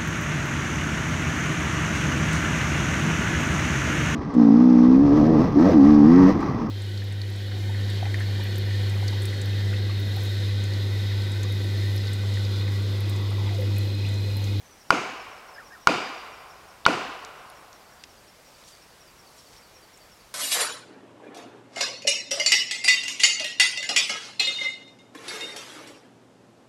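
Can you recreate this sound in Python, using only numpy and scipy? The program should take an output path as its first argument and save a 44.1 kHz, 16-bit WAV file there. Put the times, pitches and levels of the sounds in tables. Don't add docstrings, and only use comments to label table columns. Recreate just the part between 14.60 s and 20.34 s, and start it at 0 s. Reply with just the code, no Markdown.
import sys
import numpy as np
from scipy import signal
from scipy.fft import rfft, irfft, next_fast_len
from scipy.io import wavfile
from scipy.ndimage import uniform_filter1d

SR = 44100
rng = np.random.default_rng(int(sys.argv[2]) if len(sys.argv) > 2 else 0)


def attenuation_scalar(level_db):
    decades = np.asarray(level_db, float) / 20
    return 10 ** decades


def inscribe(sig):
    pcm = np.round(np.clip(np.atleast_2d(sig).T, -1, 1) * 32767)
    wavfile.write(sys.argv[1], SR, pcm.astype(np.int16))


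N = 253134


def unit(x):
    return x / np.sqrt(np.mean(x ** 2) + 1e-20)


def along(points, hz):
    f, v = np.transpose(points)
    return np.interp(np.log(hz + 1), np.log(f + 1), v)


def add(out, start_s, x):
    part = out[round(start_s * SR):][:len(x)]
    part += x[:len(part)]


def coloured(x, gain):
    m = next_fast_len(len(x) + 8192)
    return irfft(rfft(x, m) * gain(np.fft.rfftfreq(m, 1 / SR)), m)[:len(x)]


# frequency in Hz, level in dB per Hz.
AIR_COLOUR = [(15, -7.5), (28, 9), (70, -1), (276, -6), (500, -3.5), (1060, -5.5), (1870, -9),
              (3680, -13.5), (5370, -13.5), (6200, -15.5), (11500, -21), (12500, -19), (13300, -23),
              (15800, -25.5)]


def air(patchy_db, level_db=-53):
    z = signal.stft(rng.standard_normal(N), nperseg=512)[2]
    field = uniform_filter1d(rng.standard_normal(z.shape), size=6, axis=0)
    field = uniform_filter1d(field, size=14, axis=1)
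    wash = signal.istft(z * attenuation_scalar(patchy_db * unit(field)), nperseg=512)[1][:N]
    return attenuation_scalar(level_db) * unit(coloured(wash, lambda hz: attenuation_scalar(along(AIR_COLOUR, hz))))


# time in seconds, peak in dB, swell in dB per s, fade in dB per s.
FOOTFALLS = [
    (4.1, -64, 30, 45),
    (4.088, -57, 700, 600),
    (4.79, -64, 150, 330),
    (4.97, -62, 55, 200),
]
# frequency in Hz, level in dB per Hz.
LITTER_COLOUR = [(1500, -43), (3000, -6), (4500, -4.5), (8500, -7.5), (11000, -17), (14000, -26.5)]


def rustle(per_s, spike_db):
    struck = rng.random(N) < per_s / SR
    cracks = struck * rng.standard_normal(N) * attenuation_scalar(spike_db * rng.exponential(size=N))
    grain = unit(coloured(cracks, lambda hz: attenuation_scalar(along(LITTER_COLOUR, hz))))
    t = np.arange(N) / SR
    level = np.zeros(N)
    for peak_s, db, swell, fade in FOOTFALLS:
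        level += attenuation_scalar(db - np.where(t < peak_s, swell * (peak_s - t), fade * (t - peak_s)))
    return attenuation_scalar(5.0) * level * grain


# start in seconds, peak in dB, centre in Hz, width in octaves (the band spans
# 1.4 times this), decay in seconds (t60 is 4.4 times this).
TWIG_SNAPS = [(2.2532, -18.5, 1500, 1.7, 0.015), (2.253, -12, 3430, 0.38, 0.0021),
              (2.6485, -26.5, 5670, 0.67, 0.0035), (2.8996, -41, 10400, 0.21, 0.0055),
              (2.9, -44, 4000, .4, .006), (3.129, -37, 4730, 0.69, 0.0048),
              (3.4372, -27.5, 4450, 0.91, 0.0069), (3.4377, -33, 2200, 0.45, 0.0038),
              (3.9974, -52, 4500, 0.54, 0.0057), (4.038, -43, 4000, .6, 0.0046),
              (4.079, -43, 5000, 0.99, .006), (4.0872, -42, 7000, .9, .008), (4.095, -51, 4560, .8, .006),
              (4.151, -41, 5000, .8, .006), (4.1715, -45, 5000, .6, 0.0065), (4.7821, -51, 7000, .6, 0.013),
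              (4.9325, -42, 5000, .8, .004), (4.9645, -42.5, 4020, 0.54, .01), (5.075, -47, 4500, .8, .006),
              (5.3737, -42, 7540, 0.3, 0.0082)]


def snaps():
    out, t = np.zeros(N), np.arange(SR // 25) / SR
    kicks = np.zeros(len(t))
    kicks[[0, 20, 68, 82]] = [-0.57, -2.2, -0.052, -1.0]
    for start_s, db, centre_hz, octaves, t60_s in TWIG_SNAPS:
        edges_hz = np.clip(centre_hz * 2 ** (octaves * np.array([-.7, .7])), 300, 15000)
        splinters = 0.3 * attenuation_scalar(-60 * t / (4.4 * t60_s)) * rng.standard_normal(len(t))
        band = signal.butter(3, edges_hz, "band", fs=SR, output="sos")
        burst = signal.sosfilt(band, kicks + splinters)
        add(out, start_s, attenuation_scalar(db) * burst / np.abs(burst).max())
    return out


def whistle(glide_hz):
    return np.sin(2 * np.pi * np.cumsum(glide_hz) / SR)


def note(length_s, top_hz, fall_hz, bend):
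    u = np.linspace(0, 1, round(length_s * SR))
    return np.sin(np.pi * u) ** .7 * whistle(top_hz - fall_hz * u ** bend)


def warble(lead_s, held_s):
    lead_hz, crest_hz, drop_hz, trail_hz = 1600, 1850, 1470, 1280
    flick_s, trail_s, trail_db, faint_db = .006, .015, -10, -18
    s = np.cumsum([0, lead_s / 2, lead_s / 2, flick_s, held_s, flick_s, trail_s, trail_s])
    hz = [crest_hz, lead_hz, lead_hz, crest_hz, crest_hz, drop_hz, trail_hz, trail_hz - 100]
    db = [faint_db, -4, 0, -3, 0, -2.5, trail_db, faint_db]
    t = np.arange(0, s[-1], 1 / SR)
    return attenuation_scalar(np.interp(t, s, db)) * whistle(uniform_filter1d(np.interp(t, s, hz), size=120))


# start in seconds, high note in dB, delay to the low note in seconds, low note in dB.
SONG_NOTES = [(0.04, -60, 0.062, -56.5), (.19, -59, 0.07, -63), (.535, -62, 0.057, -56),
              (.705, -60, .058, -60), (0.873, -60, 0.059, -56), (1.043, -56, 0.066, -60),
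              (1.203, -60, 0.1, -66), (1.556, -58, .058, -69), (1.714, -59, .055, -59),
              (1.888, -59.5, 0.068, -64), (2.074, -60, 0.093, -65), (2.769, -64, .077, -65),
              (2.947, -60, 0.075, -65), (3.13, -62, 0.061, -62), (3.303, -62, 0.075, -58),
              (3.487, -62.4, .073, -60.5), (3.667, -60.5, 0.07, -68), (3.849, -60, .074, -59),
              (4.033, -58, .078, -56), (4.207, -59.5, .08, -63), (4.396, -57, 0.068, -61),
              (4.571, -58.5, .08, -60), (4.772, -58, 0.072, -58), (4.956, -57, 0.064, -57.5),
              (5.14, -56, 0.073, -60), (5.326, -59.5, .074, -57.5), (5.505, -58.2, .082, -62)]
# time in seconds, high note start in Hz, low note start in Hz.
SONG_SAG = [(0, 6600, 6100), (.2, 5950, 5800), (.6, 6000, 5440), (1.2, 6000, 5300), (2, 5950, 5050),
            (3.5, 6020, 4920), (5.6, 5900, 4720)]


def two_note_song():
    out, (when_s, high_hz, low_hz) = np.zeros(N), np.transpose(SONG_SAG)
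    vary, note_s = .25, .04
    reach = 1 + vary * rng.uniform(-1, 1, (len(SONG_NOTES), 4))
    for (start_s, high_db, gap_s, low_db), (a, b, c, d) in zip(SONG_NOTES, reach):
        high = note(note_s, np.interp(start_s, when_s, high_hz), fall_hz=a * 750, bend=b * .85)
        low = note(note_s, np.interp(start_s, when_s, low_hz), fall_hz=c * 650, bend=d * 2.2)
        add(out, start_s, attenuation_scalar(high_db + 4.0) * high)
        add(out, start_s + gap_s, attenuation_scalar(low_db + 4.0) * low)
    return out


# start in seconds, lead-in in seconds, crest held in seconds, level in dB.
WARBLES = [
    (.953, .028, .009, -48.5),
    (1.104, .017, .023, -49.5),
]
# start in seconds, length in seconds, start pitch in Hz, fall in Hz, level in dB.
LOW_NOTES = [
    (.842, .045, 1700, 450, -55),
    (1.178, .055, 1050, 10, -50),
]


def low_warbler():
    out = np.zeros(N)
    for start_s, lead_s, held_s, db in WARBLES:
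        add(out, start_s, attenuation_scalar(db + 9.0) * warble(lead_s, held_s))
    for start_s, length_s, top_hz, fall_hz, db in LOW_NOTES:
        add(out, start_s, attenuation_scalar(db) * note(length_s, top_hz, fall_hz, bend=1))
    return out


def birds(close_db=-9, wet_db=-4):
    calls = two_note_song() + low_warbler()
    flutter = unit(coloured(rng.standard_normal(N), lambda hz: 1 / (1 + (hz / 70) ** 4)))
    t = np.arange(SR // 2) / SR
    tail = rng.standard_normal(len(t)) * attenuation_scalar(-60 * t / .6)
    thin = coloured(calls, lambda hz: 1 / (1 + (3000 / (hz + 1)) ** 4))
    wet = signal.fftconvolve(thin, tail / np.linalg.norm(tail))[:N]
    leaves = unit(rng.standard_normal(SR // 50)) / np.sqrt(SR // 50)
    close = signal.fftconvolve(calls, leaves)[:N]
    return calls * attenuation_scalar(2.2 * flutter - 2.0) + attenuation_scalar(close_db) * close + attenuation_scalar(wet_db) * wet


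# frequency in Hz, level in dB per Hz.
ANSWER_COLOUR = [(30, -50), (99, -8.5), (297, 2), (570, -3.5), (730, -5), (1030, -3), (1400, -2),
                 (1750, -13), (2300, -11), (2950, -11), (3300, -20), (4800, -18.5), (6800, -23.5),
                 (15500, -47)]
# frequency in Hz, t60 in seconds.
NEAR_T60 = [(80, 0.33), (250, 0.49), (700, 0.64), (1500, 0.71), (3000, 1), (7000, 0.82), (12000, .4)]
# frequency in Hz, t60 in seconds.
FAR_T60 = [(100, 1.2), (250, 0.72), (450, 3), (1000, 2.51), (3000, 1.77), (8000, 1.2)]
# frequency in Hz, level in dB.
FAR_LEVEL = [(100, -32.5), (250, -19.5), (450, -16), (900, -10), (1400, -7.5), (3000, -6.5), (8000, -14.5)]
# frequency in Hz, time constant in seconds.
BUILD_UP = [(200, 0.0099), (1200, 0.0027), (3000, 0.01445), (8000, 0.016)]


def echo_gain(hz, t):
    near = attenuation_scalar(-60 * t / along(NEAR_T60, hz))
    far = attenuation_scalar(along(FAR_LEVEL, hz) - 60 * t / along(FAR_T60, hz))
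    return attenuation_scalar(along(ANSWER_COLOUR, hz)) * np.hypot(near, far) * (1 - np.exp(-t / along(BUILD_UP, hz)))


def scatter(noise, sparse_db, fills_s):
    hz, t, z = signal.stft(noise, SR, nperseg=256)
    hz = hz[:, None]
    thin = attenuation_scalar(sparse_db / (1 + (hz / 1800) ** 4) / (1 + (t / fills_s) ** 4))
    return signal.istft(z * thin * echo_gain(hz, t), SR, nperseg=256)[1][:len(noise)]


# delay in seconds, frequency in
# Hz, level over the scattered echo in dB.
CLEAR_TRUNKS = [(0.021, 2490, 6.5), (0.021, 720, 8.5), (0.0234, 530, 3.5), (0.0584, 467, 1.5),
                (0.0369, 291, 4.5), (0.045, 1350, 0), (0.0519, 260, 3.5), (0.0753, 2220, 2),
                (0.0798, 380, 2), (0.0808, 1380, 1), (0.0838, 150, 2), (0.1098, 420, 2.5), (0.114, 980, 3),
                (0.1482, 2310, 4), (0.1864, 1190, 2), (0.1941, 234, 5.5), (0.204, 1760, 7),
                (0.2277, 290, 9.5), (0.2554, 400, 3.5), (0.2918, 680, 9), (0.3652, 1110, 5),
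                (0.3861, 4000, 2)]


def trunks(turns, lift_db):
    out = np.zeros(SR)
    for delay_s, hz, db in CLEAR_TRUNKS:
        half_s = .002 + turns / hz
        t = np.arange(-2 * half_s, 2 * half_s, 1 / SR)
        size = echo_gain(hz, delay_s) * attenuation_scalar(db + lift_db) * np.sqrt(hz / SR)
        packet = np.exp(-2 * (t / half_s) ** 2) * np.sin(2 * np.pi * (hz * t + rng.random()))
        add(out, max(delay_s - 2 * half_s, 0), size * packet)
    return out


# frequency in Hz, level in dB, t60 in seconds, rise in seconds.
WEDGE_MODES = [(185, -17, .04, .0015), (1120, 19.5, .0036, .00075), (1330, 20, .007, .003),
               (1400, -11, .04, .003), (2190, 11.7, .0146, .0011), (2900, -6.8, .0075, .00012),
               (4250, 5.3, .003, .00032), (5100, -20, .003, .00005), (5720, -25, .003, .00006),
               (7600, -24, .003, .00015)]


def knock(t):
    t = np.maximum(t, 0)
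    out = np.zeros(len(t))
    for hz, db, t60_s, rise_s in WEDGE_MODES:
        out += attenuation_scalar(db - 60 * t / t60_s) * (1 - np.exp(-t / rise_s)) ** 2 * np.sin(2 * np.pi * hz * t)
    return out


# start in seconds, strength in dB.
SLEDGE_BLOWS = [
    (.3051, -1),
    (1.27187, .6),
    (2.26337, .3),
]
# fibre crack in dB, echo in dB, treble echo in dB.
BLOW_AFTERMATH = [
    (-18, -22, 1),
    (-14, -20.5, 0.64),
    (-16.5, -20.5, 0.5),
]
# frequency in
# Hz, width in Hz, lift in dB.
STEEL_RINGS = [
    [(2310, 303, 4.5), (3760, 115, 1.5), (4970, 300, 2), (6500, 280, 6)],
    [(2390, 239, 4.5), (3600, 350, 5), (4890, 45, 8.5), (4700, 470, 5.5), (6980, 200, 1)],
    [(2450, 250, 0), (3630, 490, 3.5), (4930, 260, 1), (6630, 400, -3)],
]
# frequency in Hz, width in # Hz, lift in dB (negative for a dip).
BOLE_RINGS = [(45, 60, -12.5), (742, 88, 7), (1039, 60, 4.5), (1340, 90, -2), (1960, 100, 2.5)]
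# delay in seconds, share.
GROUND_COPY = (.00046, -.97)


def sledge():
    out, t = np.zeros(N), np.arange(SR // 5) / SR
    ground_s, ground_share = GROUND_COPY
    direct = knock(t) + ground_share * knock(t - ground_s)
    fixed, clear = rng.standard_normal(3 * SR), trunks(turns=2.2, lift_db=5.0)

    def same(hz):
        return 1 / (1 + (hz / 2600) ** 3)

    def fibre_colour(hz):
        return (hz / 3500) ** 2 / (1 + (hz / 4500) ** 6)

    for (start_s, db), (crack_db, echo_db, treble_db), rings in zip(SLEDGE_BLOWS, BLOW_AFTERMATH, STEEL_RINGS):
        add(out, start_s, attenuation_scalar(db) * direct)
        fibres = unit(coloured(rng.standard_normal(len(t)), fibre_colour))
        add(out, start_s, attenuation_scalar(crack_db - 60 * t / 0.017) * (1 - np.exp(-t / 0.0002)) * fibres)

        def ring_gain(hz):
            peaks = [lift_db / (1 + (2 * (hz - ring_hz) / width_hz) ** 2)
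                     for ring_hz, width_hz, lift_db in rings + BOLE_RINGS]
            return attenuation_scalar(sum(peaks))

        fresh = coloured(rng.standard_normal(3 * SR), lambda hz: np.sqrt(1 - same(hz) ** 2))
        noise = coloured(coloured(fixed, same) + attenuation_scalar(treble_db) * fresh, ring_gain)
        add(out, start_s, attenuation_scalar(echo_db + 11.5) * scatter(noise, sparse_db=0, fills_s=0.31))
        add(out, start_s, attenuation_scalar(echo_db + 13) * clear)
    return out


def scene():
    return (sledge() + birds() + snaps() + rustle(per_s=6000, spike_db=1.2) + air(patchy_db=1.02))[None]


def roll_off(x):
    return signal.sosfilt(signal.butter(12, 16530, fs=SR, output="sos"), x)


def record(dry):
    top_hz, edge_hz = 15850, 16500
    rumble_cut = signal.butter(2, 55, "high", fs=SR, output="sos")
    heard = signal.sosfilt(rumble_cut, coloured(dry[0], lambda hz: hz < top_hz))
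    clipped = heard / (1 + np.abs(heard) ** 7) ** (1 / 7)
    mix = coloured(clipped, lambda hz: np.clip((edge_hz - hz) / (edge_hz - top_hz), 0, 1))
    return roll_off(mix[None])


dry = scene()
out = record(dry)
inscribe(out)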